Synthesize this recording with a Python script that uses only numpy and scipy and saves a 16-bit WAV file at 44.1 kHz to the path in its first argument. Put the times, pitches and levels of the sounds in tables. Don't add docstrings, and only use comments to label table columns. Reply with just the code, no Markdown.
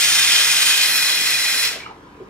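import sys
import numpy as np
from scipy import signal
from scipy.fft import irfft
from scipy.io import wavfile
from scipy.ndimage import uniform_filter1d

SR = 44100
rng = np.random.default_rng(int(sys.argv[2]) if len(sys.argv) > 2 else 0)


def how_loud(loudness_db):
    steps = np.asarray(loudness_db, float) / 20
    return 10 ** steps


def master_out(mix):
    frames = np.transpose(np.atleast_2d(mix))
    ceiling = np.clip(frames, -1, 1)
    pcm = np.round(ceiling * 32767).astype(np.int16)
    wavfile.write(sys.argv[1], SR, pcm)


N = 101297
LEAD = SR // 2
SHUT_S = 1.651


def evened(x):
    return x / np.sqrt(np.mean(np.abs(x) ** 2) + 1e-20)


def read(points, hz):
    f, value = np.transpose(points)
    return np.interp(np.log(hz + 1), np.log(f + 1), value)


def blurred(shape, rows, cols):
    field = uniform_filter1d(rng.standard_normal(shape), rows, 0)
    return evened(uniform_filter1d(field, cols, 1))


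def pair(z, likeness):
    c = np.clip(likeness, -1, 1)[:, None]
    return np.array([z[0], c * z[0] + np.sqrt(1 - c ** 2) * z[1]])


def turbulence():
    shape = (2, N + LEAD)
    spits_per_s, spit_db = 1100, -20
    size = how_loud(2.1 * np.minimum(rng.exponential(1, shape), 5))
    spits = size * (rng.random(shape) < spits_per_s / SR) * rng.choice([-1., 1.], shape)
    return rng.standard_normal(shape) + how_loud(spit_db) * evened(spits)


# (frequency [Hz], density [dB per Hz])
WET_STEAM = [(200, -49), (500, -22.5), (1000, -16), (1600, -7), (3200, -6), (6900, -7.5), (9000, -17.5),
             (15800, -25.5)]
# (frequency [Hz], density [dB per Hz])
DRY_STEAM = [(200, -42), (500, -20.5), (1050, -17), (1600, -9.5), (2600, -8.5), (5300, -7), (8000, -13),
             (15800, -20)]
# (frequency [Hz], width [Hz], wet height [dB], dry height [dB])
CHANNEL_RINGS = [(1558, 52, 2.5, 4.5), (1965, 59, 4.5, 10.5), (2086, 62, 6.5, 5.5), (2482, 85, 10, 11),
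                 (3140, 77, 13, 8.5), (3235, 60, 5.5, -6), (3313, 110, 2.5, 8.5), (3610, 140, 6, -0.5),
                 (4005, 150, 3, 8), (4176, 107, 6, 8.5), (5124, 100, 7.5, 9), (5335, 97, 5, 2.5),
                 (5650, 60, -0.5, 1.5), (6460, 150, -0.5, -3)]
# (frequency [Hz], width [Hz], wet height [dB], dry height [dB])
REST_HUMPS = [(2860, 160, 1.5, -1), (4370, 220, 0.5, 1), (4930, 300, 1.5, -2.5), (5530, 500, 0, 2),
              (2130, 500, -1, 1.5), (5905, 270, -2, -5), (7140, 570, 4.5, 5.5), (7460, 250, -15.5, -7),
              (8770, 710, 8, -0.5), (10020, 790, 3.5, 4.5)]


def steam_colour(hz, t):
    hz = hz[:, None]
    wander, waxing = .003, .1
    dries_from_s, dries_to_s = .68, .95
    wet_db, dry_db = read(WET_STEAM, hz), read(DRY_STEAM, hz)
    edge = np.exp(-5 * np.maximum(t - SHUT_S, 0))
    for f, width, at_wet_db, at_dry_db in CHANNEL_RINGS + REST_HUMPS:
        drift, wax = blurred((2, len(t)), 1, 20)
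        offset = (hz - f * (1 + wander * drift)) / width
        bump = (1 + waxing * wax) * edge / (1 + (2 * offset) ** 2)
        wet_db = wet_db + at_wet_db * bump
        dry_db = dry_db + at_dry_db * bump
    blowing = t < SHUT_S
    wet = how_loud(wet_db) / np.sqrt(np.mean(how_loud(wet_db[:, blowing]) ** 2))
    dried = how_loud(dry_db) / np.sqrt(np.mean(how_loud(dry_db[:, blowing]) ** 2))
    dryness = np.clip((t - dries_from_s) / (dries_to_s - dries_from_s), 0, 1)
    return wet ** (1 - dryness) * dried ** dryness


def bleed_db(hz, t):
    shut = np.maximum(t - SHUT_S, 0)
    treble_first = ((hz[:, None] + 200) / 4000) ** 0.41
    return 113 * shut * (1 + 0.72 * shut) * treble_first


# (time [s], level [dB], extra fizz [dB])
JET_FLOW = [
    (0, -17, 7),
    (0.352, -16.5, 5),
    (0.689, -17, 8),
    (0.821, -17.5, 3.5),
    (.93, -20, 5.5),
    (1.099, -19, 0.5),
    (1.2, -20, 0.3),
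    (1.63, -19, 1),
]
# (frequency [Hz], level [dB])
SECOND_ROW = [(300, -5), (1000, -1.5), (3500, -2), (12000, -1)]


def jets():
    hz, t, z = signal.stft(turbulence(), SR, nperseg=1024, noverlap=896)
    t = t - LEAD / SR
    s, flow_db, fizz_db = np.transpose(JET_FLOW)
    above_fizz = 1 / (1 + (9500 / (hz[:, None] + 1)) ** 6)
    level_db = np.interp(t, s, flow_db) + np.interp(t, s, fizz_db) * above_fizz
    patches_db = 0.79 * blurred((len(hz), len(t)), 12, 24)
    swell_db = .4 * blurred((1, len(t)), 1, 40)
    z = z * steam_colour(hz, t) * how_loud(level_db + patches_db + swell_db - bleed_db(hz, t))
    z[1] *= how_loud(read(SECOND_ROW, hz))[:, None]
    steam = signal.istft(z, SR, nperseg=1024, noverlap=896)[1][:, :N + LEAD]
    flicker_db = 1.61 * blurred((2, N + LEAD), 1, 500)
    return steam * how_loud(flicker_db)


# (frequency [Hz], time to fall 60 dB [s])
ROOM_T60 = [(300, .36), (2000, .33), (6000, .28), (14000, .22)]
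# (frequency [Hz], likeness [-1 to 1])
TAIL_ALIKE = [(100, 1), (500, .75), (1400, .5), (3000, 0.015), (15000, 0.1)]
# (frequency [Hz], scatter [rad])
NEAR_SCATTER = [(500, .25), (1500, .4), (3000, .4), (7000, .45), (9000, 1.6)]
# (frequency [Hz], phase [rad])
PORT_TURN = [(400, 0.67), (1000, -1.5), (2500, 0.47), (3100, -0.7), (4500, -0.71), (5100, 0), (7000, 0.6),
             (12000, 3)]


def room(x):
    room_db = -5.5
    hz, t, z = signal.stft(rng.standard_normal((2, SR // 2 + SR // 4)), SR, nperseg=256)
    decay_db = -60 * t / read(ROOM_T60, hz)[:, None]
    tail = signal.istft(pair(z, read(TAIL_ALIKE, hz)) * how_loud(decay_db), SR, nperseg=256)[1]
    tail = how_loud(room_db) * tail / np.linalg.norm(tail[0])
    tail = np.pad(tail, ((0, 0), (300, 0)))
    bins = np.fft.rfftfreq(512, 1 / SR)
    twist = blurred((2, 257), 1, 10) * read(NEAR_SCATTER, bins)
    twist = twist + [[0], [1]] * read(PORT_TURN, bins)
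    near = np.roll(irfft(np.exp(1j * twist)), 256, 1)
    near = np.pad(near, ((0, 0), (0, tail.shape[1] - 512)))
    response = (near + tail) / np.sqrt(1 + how_loud(2 * room_db))
    return signal.fftconvolve(x[None], response, axes=1)[:, LEAD + 256:][:, :N]


# (frequency [Hz], density [dB per Hz])
WASH_SPECTRUM = [(30, -39.5), (44, -19), (120, -9), (430, -9), (640, -18), (1100, -13.5), (4000, -31),
                 (15800, -50.5)]
# (frequency [Hz], likeness [-1 to 1])
WASH_ALIKE = [(60, 0.99), (180, 0.93), (550, 0.72), (1650, -0.5), (4970, 0.59), (15000, 0.1)]


def wash():
    hz, t, z = signal.stft(rng.standard_normal((2, N)), SR, nperseg=2048, noverlap=1536)
    patches_db = 2.1 * blurred(z[0].shape, 8, 5)
    z = pair(z, read(WASH_ALIKE, hz)) * how_loud(read(WASH_SPECTRUM, hz)[:, None] + patches_db)
    noise = signal.istft(z, SR, nperseg=2048, noverlap=1536)[1][:, :N]
    return how_loud(-44.5) * evened(noise)


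# (multiple of shaft rate, rms level [dB])
SHAFT_ORDERS = [(1, -60), (2.75, -61), (6, -55), (20, -56), (21, -58.5), (22, -64), (25, -62), (33.4, -67),
                (35.3, -70), (246, -89)]


def motor():
    shaft_hz = 48.9
    order, db = np.transpose(SHAFT_ORDERS)[:, :, None]
    waver_db = 1.5 * blurred((len(db), N), 1, 1500)
    turns = shaft_hz * np.arange(N) / SR
    tones = np.sin(2 * np.pi * (order * turns + rng.random(db.shape)))
    return np.sqrt(2) * (how_loud(db + waver_db) * tones).sum(0)


# (time [s], length [s], level [dB], frequency [Hz], width [Hz])
LEVER_AND_HOSE = [(0, 0.67, -47.5, 128, 67), (1.9, 0.027, -36, 860, 160), (1.755, 0.038, -38, 560, 250),
                  (1.7, 0.025, -35, 1430, 250), (1.86, 0.026, -29.5, 1250, 150),
                  (1.74, 0.05, -39, 2700, 180), (1.8, 0.082, -37, 2300, 200),
                  (1.845, 0.071, -45.5, 2880, 300), (1.81, 0.17, -46, 880, 220),
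                  (2.2, 0.058, -38.5, 410, 180), (1.7, 0.11, -46.5, 560, 350), (2.5, 0.047, -52, 400, 120)]


def knocks():
    t = np.arange(N + LEAD) / SR - LEAD / SR
    out = 0
    for s, length, db, hz, width in LEVER_AND_HOSE:
        r = np.exp(-np.pi * width / SR)
        poles = [1, -2 * r * np.cos(2 * np.pi * hz / SR), r * r]
        rub = signal.lfilter([1, -1], poles, rng.standard_normal(len(t)))
        ring = evened(signal.lfilter([1], poles, rub))
        swell = np.sin(np.pi * np.clip((t - s) / length, 0, 1) ** 0.36)
        out = out + how_loud(db) * ring * swell
    return out


def scene():
    first_row, second_row = jets()
    return room(first_row + knocks()) + room(second_row) + wash() + motor()


def low_pass(x):
    return signal.sosfilt(signal.butter(12, 15900, fs=SR, output="sos"), x)


def record(dry):
    lag, ceiling, edge_hz = 2, 1.1, 15730
    ports = np.array([dry[0], np.pad(dry[1], (lag, 0), "reflect")[:N]])
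    ports = ceiling * np.tanh(ports / ceiling)
    edge = signal.firwin(1023, edge_hz, window=("kaiser", 9), fs=SR)
    mix = signal.oaconvolve(ports, edge[None], "same")
    return low_pass(mix)


dry = scene()
out = record(dry)
master_out(out)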